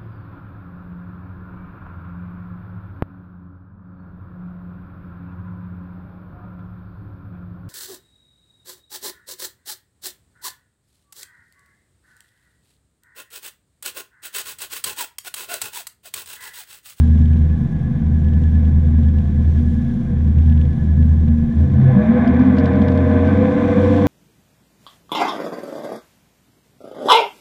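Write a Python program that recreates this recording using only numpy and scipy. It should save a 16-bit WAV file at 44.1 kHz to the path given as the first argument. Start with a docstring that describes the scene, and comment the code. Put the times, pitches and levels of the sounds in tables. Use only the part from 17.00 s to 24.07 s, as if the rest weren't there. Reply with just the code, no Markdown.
"""Twin-engine jet boat pulling away

A jet boat idles along a canal, heard from the helm; then the throttles open and it climbs onto plane.
Two four-cylinder engines at unequal speeds sound as sine orders, puffs and noise shaped by hull resonances.
A fuel pump whines as a surging sine and a loose fitting ticks at idle; as the bow lifts, gear rattles
in filtered clicks. Filtered noise is the water, lapping at idle and rushing once the throttles open."""
import sys
import numpy as np
from scipy.fft import rfft, irfft, next_fast_len
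from scipy.io import wavfile
from scipy.ndimage import map_coordinates

SR = 44100
rng = np.random.default_rng(int(sys.argv[2]) if len(sys.argv) > 2 else 0)


def store_pcm(level_fs):
    """Save levels as 16-bit WAV."""
    pcm = np.round(np.clip(level_fs, -1, 1) * 32767).astype(np.int16)
    wavfile.write(sys.argv[1], SR, np.atleast_2d(pcm).T)


N = 311787

# loose gear shifting as the bow lifts: t/s, level/dB before make-up gain
RATTLE_HITS = [(5.2754, -34), (5.338, -46), (5.3945, -37), (5.4176, -43), (5.4507, -44), (5.466, -41.5),
               (5.5683, -39), (5.584, -30), (5.598, -38), (5.6421, -41), (5.6567, -31.5), (5.6754, -41.5),
               (5.7344, -44), (5.7543, -41), (5.7857, -48), (5.818, -36), (5.883, -32.5), (5.9185, -36.5),
               (5.9504, -45), (5.9748, -35.5), (6.26, -44), (6.2733, -43)]
PLANE_START_S, PLANE_TAKES_S = 5.61, 1.3  # the hull climbs out of the water


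def amp(db):
    """Decibels to gain."""
    return 10 ** (np.asarray(db) / 20)


def unit(x):
    """Scale to rms 1."""
    return x / np.sqrt(np.mean(x ** 2) + 1e-20)


def seconds():
    """Time of every sample in seconds."""
    return np.arange(N) / SR


def curves(rows):
    """One value per sample for each column after the time."""
    s, *cols = np.transpose(rows)
    return [np.interp(seconds(), s, c) for c in cols]


def wobble(rate):
    """A smooth random curve, rate knots a second."""
    knots = rng.standard_normal(int(N * rate / SR) + 4)
    return map_coordinates(knots, [np.arange(N) * rate / SR])


def shape(points, hz):
    """Gain of (Hz, dB) points on a log-frequency axis."""
    f, db = np.transpose(points)
    return amp(np.interp(np.log(hz + 1), np.log(f + 1), db))


def hull(hz, leak_db=-34):
    """Gain of the hull: steep-sided resonances over a weak direct path that dulls with frequency."""
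    # hull and engine bay resonances: f/Hz, width/Hz, level/dB
    resonances = [(89.7, 36, -3), (129.3, 37, -0.5), (210.1, 43, 0.5), (238.8, 44, -0.5), (270, 51, -8.5),
                  (353.5, 78, -17.5), (486.2, 24.6, -10.5), (508.8, 25, -10.5), (620.3, 28, -11),
                  (677, 69, -17), (787, 110, -23.5), (1021, 110, -24.5), (1130, 210, -29), (1552, 150, -22),
                  (1724, 99, -19), (1984, 450, -32), (2373, 270, -37.5), (3490, 550, -43.5)]
    power = amp(leak_db) ** 2 / (1 + (hz / 1000) ** 4)
    for centre, width, db in resonances:
        power = power + amp(db) ** 2 / (1 + (2 * (hz - centre) / width) ** 2) ** 2
    return np.sqrt(power)


def filtered(x, gain):
    """x through the causal, minimum-phase filter that has this gain as a function of frequency."""
    m = 2 * next_fast_len(N // 2 + SR // 4)
    log_gain = np.log(np.maximum(gain(np.fft.rfftfreq(m, 1 / SR)), 1e-6))
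    cepstrum = irfft(log_gain, m)
    # folding the cepstrum forward in time makes the filter causal
    cepstrum[1:m // 2] *= 2
    cepstrum[m // 2 + 1:] = 0
    return irfft(rfft(x, m) * np.exp(rfft(cepstrum)), m)[:N]


def blend(idle, loaded, load):
    """Equal-power change from the idle sound to the loaded one."""
    return np.sqrt(1 - load) * idle + np.sqrt(load) * loaded


def through_hull(x, idle_colour, load_colour, load):
    """An engine source heard through the hull; its colour changes with load."""
    idle = unit(filtered(x, lambda hz: hull(hz) * shape(idle_colour, hz)))
    loaded = unit(filtered(x, lambda hz: hull(hz) * shape(load_colour, hz)))
    return blend(idle, loaded, load)


def line(turns, order, waver):
    """One engine order, near rms 1, wavering in strength and phase."""
    strength = amp(5.2 * waver * wobble(9))
    phase = 2 * np.pi * (order * turns + rng.random()) + waver * wobble(12)
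    return np.sqrt(2) * strength * np.sin(phase)


def idle_left(speed):
    """Gain of the idle hum, which fades steeply as the revs rise."""
    return np.minimum(speed[0] / speed, 1) ** 8


def engine_notes(speeds, turns, load, planing, labour_db, exhaust_db):
    """Engine orders: clean at idle; under load coloured by the hull, wavering more before the climb."""
    # clean idle lines: multiple of the cycle rate, level/dB before the idle trim
    port_lines = [(2, -27), (10, -31), (12, -24), (14, -33)]
    starboard_lines = [(7, -32), (9, -33), (12, -29), (13, -27), (14, -24.5), (16, -29), (17, -37),
                       (18, -32), (21, -30), (30, -42)]
    # lines under load, before hull and exhaust level: multiple of the cycle rate, port level/dB,
    # starboard level/dB, growth/(dB per octave of revs), change on plane/dB
    pull = [(2, -8, -13, 0, 0), (3, -8, -6, 0, 0), (4, 2.5, -4, 0, 0), (5, -9, -12, 25, 2),
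            (8, -7, 0, 25, 0), (10, -9, -9, 12, 0), (15, -3, -3, 20, 0), (16, -5, -4, 20, 0),
            (23, -7, -6, 0, -3)]
    strain_waver, settle_s = .27, .45  # orders steady over this time before the climb onto plane

    idle = 0
    for speed, turn, orders in zip(speeds, turns, (port_lines, starboard_lines)):
        hum = sum(amp(db) * line(turn, k, waver=.24) for k, db in orders)
        idle = idle + idle_left(speed) * hum

    grid = np.arange(SR // 16)  # Hz
    response = hull(grid)
    strain = np.clip((PLANE_START_S - seconds()) / settle_s, 0, 1)
    loaded = 0
    for k, port_db, starboard_db, growth, plane_db in pull:
        is_firing_note = k == 4  # four cylinders fire once each per cycle
        waver = .3 if is_firing_note else .14 + strain_waver * strain
        for speed, turn, db in zip(speeds, turns, (port_db, starboard_db)):
            swell_db = growth * np.log2(speed / speed[-1]) + plane_db * planing ** 2
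            swell_db = swell_db + is_firing_note * labour_db
            hull_gain = np.interp(k * speed, grid, response)
            loaded = loaded + amp(db + swell_db) * hull_gain * line(turn, k, waver)
    return amp(-4.0) * idle + load * amp(exhaust_db - 1.63) * loaded


def drone(speeds, turns, load, idle_db=-16, load_db=-21, throb_db=1.2):
    """Paired deep notes beat as the engines drift in and out of step; idle throbs per starboard cycle."""
    # how far one deep note runs ahead of the other; they add at whole cycles, cancel most at halves:
    # t/s, lead/cycles
    lead_path = [(0, 0), (.3, .13), (.48, .27), (.58, .42), (.7, .54), (.85, .57), (.98, .52), (1.08, .72),
                 (1.6, .79), (2.1, .82), (2.3, .64), (2.5, .8), (2.7, .67), (2.85, .54), (3.03, .49),
                 (3.28, .76), (3.5, 1.08), (3.68, 1.28), (3.8, 1.56), (3.95, 1.77), (4.1, 1.86),
                 (4.33, 1.73), (4.5, 1.49), (5.3, 1.33), (6.3, 0.98), (6.55, 0.54), (6.66, 0.31),
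                 (6.75, 0.41), (6.85, 0.1), (7.07, 0.3)]
    idle_note, load_note = 6, 1.285  # multiples of the port cycle rate
    weaker_db, waver_db = -2, .5
    lead, = curves(lead_path)

    def note(cycles):
        """A sine of rms 1."""
        return np.sqrt(2) * np.sin(2 * np.pi * cycles)

    def pair(order):
        """Two notes of one pitch, set apart in phase by the lead."""
        cycles = order * turns[0]
        return note(cycles - lead / 2) + amp(weaker_db) * note(cycles + lead / 2)

    throb = amp(idle_db + throb_db * note(turns[1]))
    idle = throb * idle_left(speeds[0]) * pair(idle_note)
    loaded = amp(load_db) * load ** 2 * pair(load_note)
    return amp(waver_db * wobble(12)) * (idle + loaded)


def overtone(trim_db=.5, fade_s=0.041):
    """A sine high in the idle hum comes and goes in level and pitch; it dies as the throttles open."""
    # the hum's upper overtone: t/s, f/Hz, level/dB before trim
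    overtone_path = [(0.0, 236.9, -23), (0.43, 231.6, -28.5), (0.47, 237.7, -48), (0.53, 232.4, -26.5),
                     (0.78, 230.4, -35.5), (0.9, 232.5, -26), (1.33, 232.1, -34), (1.63, 233, -25.5),
                     (1.75, 229.3, -45), (1.87, 234.6, -24.5), (2.26, 235.1, -27.5), (2.32, 240, -49),
                     (2.38, 237.1, -24.5), (2.54, 238.7, -39.5), (2.59, 236.3, -24), (3.43, 232.5, -29),
                     (3.46, 233.7, -22), (3.76, 230.4, -31.5), (4.03, 236.2, -24.5), (4.25, 231.2, -29.5),
                     (4.29, 231.3, -17.5), (4.58, 230.2, -23)]
    hz, level_db = curves(overtone_path)
    after = np.maximum(seconds() - overtone_path[-1][0], 0)
    tone = line(np.cumsum(hz) / SR, 1, waver=.12)
    return amp(level_db + trim_db) * np.exp(-after / fade_s) * tone


def booms(waver=0.09):
    """Gliding tones swell and fade, as when an engine order slides through a hull resonance."""
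    # hull booms: t/s at the crest, f/Hz, glide/(Hz per s), level/dB, rise/s, fall/s
    swells = [(3.52, 135, 0, -20, .09, .14), (4.61, 81, 30, -11.5, .055, .065),
              (4.75, 83, 30, -13, .04, .04), (4.68, 136, -30, -18, .09, .08),
              (4.86, 132, -5, -10.5, .09, .12), (4.86, 94, 0, -17, .03, .05),
              (5.02, 216, 260, -12, .04, .085), (5.4, 258, 60, -18, .09, .09), (4.9, 511, 0, -29, .04, .04),
              (5.0, 494, 0, -29, .03, .04), (5.02, 616, 60, -28, .05, .07),
              (5.16, 506, 120, -22.5, .05, .04), (5.28, 697, 0, -32, .05, .035),
              (5.3, 80, 0, -19, .05, .06), (5.6, 211, 0, -19, .04, .1), (6.96, 700, 0, -29, .05, .06),
              (4.88, 1720, 0, -42, .025, .03), (4.99, 1700, 0, -38, .03, .04),
              (5.22, 1710, 0, -36, .02, .02), (6.1, 1555, 0, -35, .02, .02),
              (6.29, 1555, 0, -32, .02, .025)]
    out = 0
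    for s, hz, glide, db, rise, fall in swells:
        t = seconds() - s
        swell = np.exp(-(t / np.where(t < 0, rise, fall)) ** 2)
        cycles = hz * t + glide * t ** 2 / 2
        out = out + amp(db) * swell * line(cycles, 0.99, waver)  # pitch and glide land 1 % low
    return out


def singing(turns):
    """Three engine orders ring out clean, as on the hull's sharp resonances near 500 and 620 Hz."""
    # singing orders: t/s, port 7th level/dB, port 9th level/dB, starboard 7th level/dB
    voice_levels = [(4.7, -100, -100, -100), (5.3, -49, -64, -59.5), (5.45, -40, -52, -61),
                    (5.6, -27, -34.5, -57), (6, -28, -28.5, -50), (6.27, -23, -25.5, -37),
                    (6.34, -26, -43, -30), (6.43, -19.5, -50, -28), (6.55, -24.5, -56, -24),
                    (6.7, -27, -55, -21.5), (6.85, -20.5, -56, -20), (7.07, -26.5, -55, -22.5)]
    voices = [(turns[0], 7), (turns[0], 9), (turns[1], 7)]
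    levels = curves(voice_levels)
    return sum(amp(db) * line(turn, k, waver=.1) for (turn, k), db in zip(voices, levels))


def firings(speed, turns, scatter, count=4):
    """One exhaust puff per cylinder, of very uneven size and slightly uneven timing."""
    at = np.flatnonzero(np.diff(np.floor(count * turns)))
    size, late = rng.standard_normal((len(at), 2)).T
    interval = SR / (count * speed[at])  # samples between firings
    when = np.clip(at + .12 * late * interval, 0, N - 1).astype(int)
    return unit(np.bincount(when, (1 + scatter * size) / np.sqrt(speed[at]), N))


def exhaust(speeds, turns, load, exhaust_db):
    """Uneven puffs burble out amid the noise of the churning water at the stern."""
    # exhaust colour at idle and under load: f/Hz, level/dB
    idle_colour = [(15, -21), (30, 0), (60, 1.5), (100, -9), (160, 0), (205, -4.5), (238, -8), (275, -11),
                   (365, -4.5), (500, -15), (700, -31), (1500, -54)]
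    load_colour = [(20, -12), (60, -7), (130, -11.5), (180, 3.5), (240, -4.5), (365, -2), (500, -7),
                   (700, -25.5), (1500, -47.5)]
    puffs = unit(sum(firings(speed, turn, scatter=0.93) for speed, turn in zip(speeds, turns)))
    churn = amp(2.5) * rng.standard_normal(N)
    return amp(exhaust_db) * through_hull(puffs + churn, idle_colour, load_colour, load)


def machinery(turns, load, planing, throb=0.21):
    """Intake and valve noise pulses per crank turn, rasps at the firing rate and opens up on plane."""
    # engine bay colour at idle, under load and on plane: f/Hz, level/dB
    idle_colour = [(150, -30), (400, -2), (520, -3), (615, -10), (690, 0), (790, 4), (1050, -1), (1350, 1),
                   (1550, -6), (2200, 1), (3300, 4), (4500, 0), (12000, -30)]
    load_colour = [(150, -32.5), (380, -1), (500, -6), (615, -3.5), (700, -0.5), (1050, 0), (1450, -2.5),
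                   (1720, -6.5), (2200, 0), (3400, -5), (4400, -10), (12000, -51)]
    plane_colour = [(150, -32), (380, 0), (500, -7), (615, -6.5), (700, 0), (1050, 1.5), (1450, -4),
                    (1720, -9.5), (2200, 0.5), (3400, -0.5), (4400, -6), (12000, -47)]
    # roar of the engine bay as the throttles open: t/s, level/dB
    roar_path = [(0, -45), (4.5, -46), (4.76, -41), (4.88, -35), (5.0, -31), (5.25, -27), (5.5, -29),
                 (6.0, -32.5), (6.3, -29.5), (6.6, -29.5), (7.07, -25.5)]

    rasp = .45 * load
    gate = 0
    for turn in turns:
        crank_pulse = throb * np.cos(2 * np.pi * 2 * turn)  # two crank turns per cycle
        firing_pulse = rasp * np.cos(2 * np.pi * 4 * turn)
        gate = gate + np.exp(crank_pulse + firing_pulse)
    roughness = amp(0.37 * wobble(16) + .8 * load * wobble(110))
    noise = gate * roughness * rng.standard_normal(N)
    on_plane = unit(filtered(noise, lambda hz: hull(hz) * shape(plane_colour, hz)))
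    before_plane = through_hull(noise, idle_colour, load_colour, load)
    roar_db, = curves(roar_path)
    return amp(roar_db) * blend(before_plane, on_plane, planing)


def fuel_pump(turn, load, swing_hz=75, sag_db=10, trim_db=0.5, lag=0.056):
    """A thin sine whine surges in pitch and strength once per engine cycle, and sags in between."""
    # the whine at the crest of its surges: t/s, f/Hz, level/dB before trim
    crests = [(0.1, 1670, -48), (.25, 1705, -46), (.44, 1700, -52), (.72, 1710, -45.5), (1.07, 1675, -51),
              (1.33, 1725, -44.5), (1.6, 1715, -45), (1.78, 1690, -52), (1.97, 1670, -49),
              (2.12, 1725, -46), (2.27, 1705, -50), (2.6, 1700, -48.5), (2.88, 1715, -45),
              (2.99, 1660, -53), (3.1, 1645, -48), (3.2, 1670, -55), (3.4, 1690, -54), (3.5, 1720, -46),
              (4, 1720, -45), (4.11, 1700, -51), (4.4, 1710, -47), (4.6, 1745, -46), (4.9, 1760, -52)]
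    crest_hz, crest_db = curves(crests)
    sag = (1 - np.sin(2 * np.pi * (turn - lag) + .25 * wobble(6))) / 2  # 0 at the crest, 1 at the sag
    pitch = crest_hz - swing_hz * sag + 18 * wobble(160)
    level_db = crest_db + trim_db - sag_db * sag + 1.2 * wobble(45)
    return amp(level_db) * np.sqrt(1 - load) * np.sin(2 * np.pi * np.cumsum(pitch) / SR)


def contacts(events, colour, t60, db, ring_db, delay_s):
    """Sharp clicks of one colour, each with a brief, decaying noisy ring."""
    t = np.arange(SR // 20) / SR
    out = np.zeros(N + len(t))
    for s, peak_db in events:
        ring = amp(ring_db - 60 * t / t60) * rng.standard_normal(len(t))
        click = (t == 0) + ring
        out[round((s + delay_s) * SR):][:len(t)] += amp(peak_db + db) * click
    return filtered(out[:N], lambda hz: shape(colour, hz))


def fitting():
    """Idle vibration taps a loose fitting in short runs: dry clicks with hardly any ring."""
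    # taps: t/s, level/dB before make-up gain
    taps = [(0.0787, -42), (0.178, -45), (0.216, -42), (0.257, -43), (0.2811, -44), (0.3326, -41.5),
            (0.37, -41), (0.5008, -47), (1.2445, -41.5), (1.284, -41), (1.3346, -42.5), (1.4374, -39.5),
            (1.552, -42), (1.6523, -40.5), (2.0332, -42), (2.0851, -41), (2.186, -39), (2.593, -43),
            (3.385, -41), (3.4224, -42), (3.4607, -42.5), (3.4988, -41), (3.5243, -42.5), (3.576, -39.5),
            (3.6137, -39), (3.6528, -39.5), (3.7312, -43), (4.0279, -40), (4.2823, -41)]
    # colour of a tap: f/Hz, level/dB
    tick_colour = [(800, -19), (2200, 3.5), (3400, 6), (4300, -7.5), (7000, -17), (14000, -34.5)]
    return contacts(taps, tick_colour, t60=0.0085, db=19.5, ring_db=-21, delay_s=0.00081)


def chatter(db=-49, count=30):
    """Small contacts at random among the larger clacks while the bow lifts."""
    when, size = rng.random((count, 2)).T
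    first, last = RATTLE_HITS[0][0], RATTLE_HITS[-1][0]
    return np.transpose([first + (last - first) * when, db + 4 * np.log(size + .01)])


def gear():
    """Loose gear clacks, each hit landing again more softly, amid smaller chatter as the bow lifts."""
    # colour of a clack: f/Hz, level/dB
    clack_colour = [(1500, -14.5), (3000, 8.5), (3700, 4.5), (4400, 3.5), (5100, 0.5), (5700, -4.5),
                    (7000, -16), (9000, -19.5), (10500, -27.5), (13000, -42)]
    bounce_s, bounce_db = .0045, -7  # mean flight time; the second landing is softer
    flights = bounce_s * (.7 + .6 * rng.random(len(RATTLE_HITS)))
    bounces = [(s + flight, db + bounce_db) for (s, db), flight in zip(RATTLE_HITS, flights)]
    hits = list(RATTLE_HITS) + bounces
    clacks = contacts(hits, clack_colour, t60=0.017, db=13.0, ring_db=-13.5, delay_s=0.00087)
    small = contacts(chatter(), clack_colour, t60=.012, db=13, ring_db=-15.5, delay_s=0)
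    return clacks + small


def wash(load):
    """Water along the hull: finely fluctuating noise, lapping at idle, rushing once the throttles open."""
    # colour of the hiss at idle and under load: f/Hz, level/dB
    idle_colour = [(1200, -8), (3300, 3), (4400, -5), (5100, -6), (5700, -4), (7400, -8), (8400, -12.5),
                   (9500, -11), (12000, -16.5), (15500, -28)]
    load_colour = [(1500, -15.5), (3400, 9), (4400, -1.5), (5100, -5), (5900, -1.5), (6800, -9.5),
                   (7400, -7), (8400, -14.5), (9500, -13), (11500, -23), (15500, -41.5)]
    # water level: t/s, level/dB
    water_path = [(0, -57.5), (.4, -61), (.75, -63.5), (1.1, -63.5), (1.4, -61.5), (2.35, -62),
                  (2.58, -59.5), (3.15, -62.5), (3.5, -61.5), (4.7, -62), (5.45, -59.5), (5.7, -60),
                  (6.15, -57), (6.65, -53), (6.95, -48), (7.07, -50.5)]
    fizz = rng.standard_normal(N) * amp(1.8 * wobble(700) + .6 * wobble(18))
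    slow = unit(filtered(fizz, lambda hz: shape(idle_colour, hz)))
    fast = unit(filtered(fizz, lambda hz: shape(load_colour, hz)))
    water_db, = curves(water_path)
    return amp(water_db) * blend(slow, fast, load)


def scene():
    """Engine speed, load and the climb onto plane steer the mix of engines, gear and water."""
    # four-stroke cycle rates: t/s, port f/Hz, starboard f/Hz
    cycle_rates = [(0, 13.08, 9.8), (4.5, 13.1, 9.8), (4.76, 31.5, 27), (4.9, 34.5, 32.5), (4.97, 51.5, 48),
                   (5.08, 58, 54.5), (5.22, 63.2, 59), (5.55, 67.2, 63), (6.2, 68.2, 64.4),
                   (6.25, 69.1, 65), (6.31, 71.3, 66.4), (6.52, 72.8, 69.2), (7.07, 73.6, 69.9)]
    # throttle: t/s, share of full load (0-1), extra level/dB on the firing note as the engines labour
    load_path = [(0, 0.04, -0.5), (4.5, 0.06, -1.5), (4.68, 0.5, 5.5), (4.85, 0.67, 0.5), (5.0, 0.91, -0.5),
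                 (5.4, 0.94, 6), (5.7, 0.92, 2.5), (7.07, 0.99, 10)]
    speeds = curves(cycle_rates)
    turns = [np.cumsum(speed) / SR for speed in speeds]  # cycles so far
    load, labour_db = curves(load_path)
    load = np.clip(load, 0, 1)
    planing = np.clip((seconds() - PLANE_START_S) / PLANE_TAKES_S, 0, 1)
    exhaust_db = -26 + 9 * load - 2 * planing  # idle, change at full load, change on plane

    notes = drone(speeds, turns, load) + overtone() + booms() + singing(turns)
    notes = notes + engine_notes(speeds, turns, load, planing, labour_db, exhaust_db)
    bay = machinery(turns, load, planing) + fuel_pump(turns[1], load) + fitting()
    mix = notes + exhaust(speeds, turns, load, exhaust_db) + bay + wash(load) + gear()
    return mix[None]


def record(dry, top_hz=15600):
    """A steep band limit removes everything from top_hz up."""
    m = next_fast_len(N + SR // 4)
    keep = np.fft.rfftfreq(m, 1 / SR) < top_hz
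    return irfft(rfft(dry, m) * keep, m)[:, :N]


dry = scene()
out = record(dry)
store_pcm(out)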